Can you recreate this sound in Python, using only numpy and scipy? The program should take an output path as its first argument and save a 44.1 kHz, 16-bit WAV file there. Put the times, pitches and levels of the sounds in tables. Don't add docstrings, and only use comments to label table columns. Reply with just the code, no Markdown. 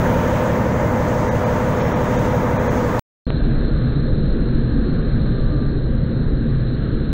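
import sys
import numpy as np
from scipy import signal
from scipy.fft import rfft, irfft, next_fast_len
from scipy.io import wavfile
from scipy.ndimage import uniform_filter1d

SR = 44100
rng = np.random.default_rng(int(sys.argv[2]) if len(sys.argv) > 2 else 0)


def generate_wav(signal):
    frames = np.transpose(np.atleast_2d(signal))
    scaled = np.clip(frames, -1, 1) * 32767
    pcm = np.round(scaled).astype(np.int16)
    wavfile.write(sys.argv[1], SR, pcm)


def volts(x):
    e = np.asarray(x, float) / 20
    return 10 ** e


N = 314428
PADDED = next_fast_len(N)
CYCLE_HZ = 5.9567


def diesel(colour, slow, take, rest_db, blur_db, wander_cycles):
    strong_multiples = [(5, -38, -37, 0), (10, -39, -37, 5), (12, -34, -34, -3), (14, -35, -36, 1),
                        (18, -30, -29, -1), (20, -32, -34, 1), (21, -36, -35, 2), (24, -32, -36, 1),
                        (25, -40, -34, 5), (31, -42, -36, 3), (35, -41, -36, 3), (36, -35, -34, -3),
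                        (39, -39, -37, -6), (42, -30, -29, 0),
                        (82, -34, -38, 7), (84, -31, -32, 0), (85, -36, -31, 4), (86, -46, -36, -12),
              (87, -37, -34, -7), (90, -39, -33, -4), (94, -39, -40, -3), (99, -38, -35, -2),
              (140, -44, -48, -8), (149, -46, -43, -2), (160, -43, -40, 4), (162, -43, -40, 4),
              (165, -54, -42, -3), (174, -47, -43, 0)]
    firing_lift_db, half_firing_lift_db = 5.5, 2.5
    lift_fades_at = 110.
    place_swing_db = 2.5
    k, size = np.arange(600), 2 ** 15
    phases = np.exp(2j * np.pi * rng.random(len(k)))
    turns = CYCLE_HZ / slow * np.arange(N) / SR + wander_cycles * drift(1.5 / slow)
    firing, half_firing = k % 6 == 0, k % 6 == 3
    strong = np.array(strong_multiples)
    if take == 1:
        gain_db = strong[:, 3]
    else:
        gain_db = 2 * place_swing_db * rng.standard_normal(len(strong))
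    loops = []
    for place in (-.5, .5):
        uneven_db = np.clip(rng.normal(0, 2.8, len(k)), -12, 5.)
        lift_db = firing_lift_db * firing + half_firing_lift_db * half_firing
        lift_db = lift_db / (1 + (k / lift_fades_at) ** 4)
        colour_db = at_hz(colour, k * CYCLE_HZ / slow)
        level = volts(rest_db + colour_db + uneven_db + lift_db - blur_db * k / 100)
        level[strong[:, 0]] = volts(strong[:, take] + place * gain_db)
        cycle = irfft(level * (k > 2) * phases, size) * size / np.sqrt(2)
        closed = np.append(cycle, cycle[0])
        loops.append(np.interp(turns % 1, np.arange(size + 1) / size, closed))
    early, late = loops
    return early + moved(take) * (late - early)


def pump(slow, take):
    vane_tones = [
        (304.7, -41, -46, -42, -42),
        (609.4, -34, -37, -34, -42),
        (914.2, -40, -40, -32, -33),
        (1828.4, -52, -61, -52, -51),
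        (2005.8, -61, -53, -58, -69),
    ]
    t, out = np.arange(N) / SR / slow, 0
    for row in vane_tones:
        early_db, late_db = row[2 * take - 1:2 * take + 1]
        level = volts(early_db + moved(take) * (late_db - early_db) + 2.1 * drift(3.5 / slow))
        out = out + np.sqrt(2) * level * np.sin(2 * np.pi * (row[0] * t + rng.random()))
    return out


def plates(x, slow):
    # centre in Hz at true speed, width in Hz, lift in dB.
    ranges = [
        (487, 63, -1),
        (782, 30, -3),
        (1207, 85, 1),
        (1390, 13, -7.5),
        (2064, 33, 3.5),
        (2400, 35, 2.5),
    ]
    hz = np.fft.rfftfreq(PADDED, 1 / SR) * slow
    lift_db = sum(db * np.exp(-((hz - centre) / width) ** 2) for centre, width, db in ranges)
    return irfft(rfft(x, PADDED) * volts(lift_db), PADDED)[:N]


def engine_room(take, slow, top_hz, roar, hiss, curves, rest_db, roar_noise_db, clatter_noise_db):
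    roar_layer = (0., 0., 1.)
    clatter_layer = (-8.5, -7., 0.37)
    whir_layer = (3., 0., 0.96)
    hiss_layer = (-0.89, -1.1, 0.46)
    thin_layer = (-6., -4.5, 1.3)
    engine_db, air_db = in_time(curves)
    roar_db, clatter_db = follow(engine_db, roar_layer, take), follow(engine_db, clatter_layer, take)
    whir_db, hiss_db, thin_db = (follow(air_db, layer, take) for layer in (whir_layer, hiss_layer, thin_layer))
    low, mid, upper, high, thin = 700 / slow, 2250 / slow, 4200 / slow, 9000 / slow, top_hz / slow
    tonal = diesel(roar, slow, take, rest_db, blur_db=1.5, wander_cycles=0.00038) + pump(slow, take)
    rumble = patchy_noise(roar, 16 / slow, low, slow, shared_db=1.0, own_db=0.5)
    rattle = patchy_noise(roar, low, mid, slow, shared_db=-0.5, own_db=1.28)
    deep = rms_one(band(tonal, 0, low)) + volts(roar_noise_db) * rumble
    clatter = rms_one(band(tonal, low, mid)) + volts(clatter_noise_db) * rattle
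    whir = volts(whir_db) * patchy_noise(hiss, mid, upper, slow, shared_db=0.7, own_db=0.4)
    air = volts(hiss_db) * patchy_noise(hiss, upper, high, slow, shared_db=1.07, own_db=0.8)
    thin_air = volts(thin_db) * patchy_noise(hiss, high, thin, slow, shared_db=0.7, own_db=0.9)
    loud = volts(roar_db) * rms_one(deep) + volts(clatter_db) * rms_one(clatter)
    rounded = 0.72 * np.tanh(loud / 0.66)
    return plates(rounded + whir, slow) + air + thin_air


def whistles(rows, width_hz):
    t, out = np.arange(N) / SR, 0
    for s, length, hz, db in rows:
        tone = np.sqrt(2) * np.sin(2 * np.pi * np.cumsum(hz + width_hz * drift(12.0)) / SR)
        swell = np.sqrt(np.abs(np.cos(np.pi * np.clip((t - s) / length, -.5, .5))))
        out = out + volts(db + 2.5 * drift(15.)) * tone * swell * (np.abs(t - s) < length / 2)
    return out


def patchy_noise(colour, low_hz, high_hz, slow, shared_db, own_db):
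    hz = np.fft.rfftfreq(PADDED, 1 / SR)
    noise = rfft(rng.standard_normal(PADDED)) * volts(at_hz(colour, hz))
    edges = np.geomspace(low_hz, high_hz, 2 + int(3 * np.log2(high_hz / low_hz)))
    together_db = shared_db * drift(1.8 / slow)
    out = 0
    for a, b in zip(edges, edges[1:]):
        part = irfft(noise * ((hz >= a) & (hz < b)), PADDED)[:N]
        out = out + part * volts(together_db + own_db * drift(14. / slow))
    return rms_one(out)


def thin_out(x, frames):
    size = 1500
    out, window = x.copy(), np.sin(np.pi * np.arange(size) / size)
    hz = np.fft.rfftfreq(size, 1 / SR)
    for s, need_db in frames:
        i = round(s * SR) - size // 2
        lines = rfft(x[i:i + size] * window)
        hiss_level = np.median(np.abs(lines[(hz > 4000) & (hz < 7500)]))
        usual = hiss_level * np.maximum(1, 4000 / (hz + 1)) ** 2
        tall = np.abs(lines) > volts(need_db) * usual
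        near_tall = uniform_filter1d(1. * tall, size=3) > 0
        change = np.where(near_tall, .5, -.88) * (hz > 2300)
        out[i:i + size] += window * irfft(lines * change, size)
    return out


def drop_bands(x, spots, slow):
    size = 1300 * slow
    out, window = x.copy(), np.minimum(1, 2 * np.hanning(size))
    for s, hz in spots:
        i = round(s * SR) - size // 2
        out[i:i + size] -= window * band(x[i:i + size], hz - 300 / slow, hz + 300 / slow)
    return out


def jump(s, height, run_up_s):
    t = np.arange(N) / SR
    return height * np.exp(np.minimum(t - s, 0) / run_up_s) * (t < s)


def moved(take):
    spans_s = {1: (.4, 2.6), 2: (3.9, 6.5)}
    return np.interp(np.arange(N) / SR, spans_s[take], [0, 1])


def follow(source_db, layer, take):
    mean_db = np.median(source_db[moved(take) % 1 > 0])
    return mean_db + layer[take - 1] + layer[2] * (source_db - mean_db)


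def drift(rate_hz):
    r = np.exp(-80 * np.pi * rate_hz / SR)
    slow = signal.lfilter([1], [1, -2 * r, r * r], rng.standard_normal(N // 40 + 2002))[2000:]
    return np.interp(np.arange(N) / 40, np.arange(len(slow)), rms_one(slow))


def in_time(rows):
    s, *columns = np.transpose(rows)
    return [np.interp(np.arange(N) / SR, s, c) for c in columns]


def at_hz(points, hz):
    log_hz, db = np.transpose(points)
    return np.interp(np.log(hz + 1e-9), np.log(log_hz), db)


def rms_one(x):
    return x / np.sqrt(np.mean(x ** 2) + 1e-20)


def band(x, low_hz, high_hz):
    size = next_fast_len(len(x))
    hz = np.fft.rfftfreq(size, 1 / SR)
    return irfft(rfft(x, size) * ((hz >= low_hz) & (hz < high_hz)), size)[:len(x)]


def scene():
    # frequency in Hz, density in dB per Hz.
    roar_1 = [(11, -36.5), (18, -8.5), (81, -7), (112, -6), (160, -3), (254, -9), (277, -13), (309, -7),
              (361, -12.5), (503, -5), (685, -13), (932, -12), (1110, -15), (1770, -19), (3500, -39.5),
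              (4550, -64), (7700, -120)]
    roar_2 = [(2.9, -35.5), (5.0, -11.5), (27, -2), (48, -6), (70, -7), (92, -12), (112, -7), (134, -4),
              (193, -14), (234, -12.5), (261, -14.5), (291, -15), (338, -19), (499, -23.5), (875, -49),
              (1140, -79), (1930, -120)]
    hiss_1 = [(2000, 3), (2400, -9), (2900, -13), (3500, -15), (4300, -20.5), (5300, -20.5), (6500, -15),
              (7300, -22), (8400, -27.8), (10500, -33), (13000, -30.5), (14500, -26), (15700, -18.5)]
    hiss_2 = [(500, 0.0), (560, -3), (610, -6), (680, -10), (800, -15), (1040, -17.5), (1200, -14),
              (1330, -15), (1620, -12), (1900, -20.5), (2480, -32), (3400, -31), (3950, -21.5), (4230, -19)]
    # time in seconds, engine in dB, escaping air in dB.
    curves_1 = [(0., -16.5, -43.5), (.3, -17.5, -44), (.75, -18.5, -47), (1.5, -18, -46.5),
                (2.2, -17.5, -46.5), (2.98, -18.5, -47)]
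    curves_2 = [(3.33, -16.5, -39.5), (4.1, -16.5, -42), (4.6, -17, -42), (5.4, -16.5, -42),
                (5.9, -18.5, -44.5), (7.12, -19, -44)]
    # centre in seconds, length in seconds, pitch in Hz, level in dB.
    whistles_1 = [
        (.2, .7, 2440, -53),
        (.25, .6, 2950, -57),
        (1.83, .22, 5430, -56),
        (1.95, .08, 5600, -57),
        (1.36, .03, 15000, -58),
    ]
    whistles_2 = [
        (5.49, .55, 1190, -48),
    ]
    # time in seconds, level in dB over the usual hiss a line needs to survive.
    thinned_1 = [(1.302, 8.4), (1.453, 7), (1.817, 3.1), (1.943, 7.2), (2.177, 7.2), (2.583, 8.5),
                 (2.691, 5.7)]
    # time in seconds, centre in Hz.
    dropped_1 = [(.49, 12300), (.78, 11600), (1.41, 13100), (1.58, 11700), (1.755, 11600), (2.29, 13100),
                 (2.48, 12200)]
    dropped_2 = [(5.02, 3450), (5.11, 2880), (5.2, 3080), (6.17, 3450), (6.73, 3280), (6.99, 2520)]
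    # time in seconds, height, run-up in seconds.
    steps = [
        (2.9944, -0.28, 0.00073),
        (3.3043, 0.37, 0.0025),
    ]
    end_1_s, start_2_s = 2.9944, 3.2671
    top_1_hz, top_2_hz, slow = 15740, 17000, 4
    t = np.arange(N) / SR

    first = engine_room(take=1, slow=1, top_hz=top_1_hz, roar=roar_1, hiss=hiss_1, curves=curves_1,
                        rest_db=-39.0, roar_noise_db=-5.0, clatter_noise_db=-0.5)
    first = thin_out(first + whistles(whistles_1, width_hz=35), thinned_1)
    first = drop_bands(first, dropped_1, 1)
    fade = np.clip((end_1_s - t) / .002, 0, 1)
    first = (first * fade + jump(*steps[0])) * (t < end_1_s)
    first = band(first, 0, top_1_hz) * (t < end_1_s + .03)

    second = engine_room(take=2, slow=slow, top_hz=top_2_hz, roar=roar_2, hiss=hiss_2, curves=curves_2,
                         rest_db=-39.0, roar_noise_db=0.5, clatter_noise_db=4.5)
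    second = drop_bands(second, dropped_2, slow) + whistles(whistles_2, width_hz=14.)
    second = second - .002 + jump(*steps[1])
    rise = np.clip((t - start_2_s) / 0.0012 + .2, 0, 1) * (t >= start_2_s)
    second = band(second * rise, 0, top_2_hz / slow) * (t > start_2_s - .012)
    return (first + second)[None, :]


def top_cut(x):
    return signal.sosfilt(signal.butter(12, 17110, fs=SR, output="sos"), x)


def record(dry):
    hiss = volts(-99) * rng.standard_normal(dry.shape) * (np.abs(dry) > 0)
    return top_cut(dry + hiss)


dry = scene()
out = record(dry)
generate_wav(out)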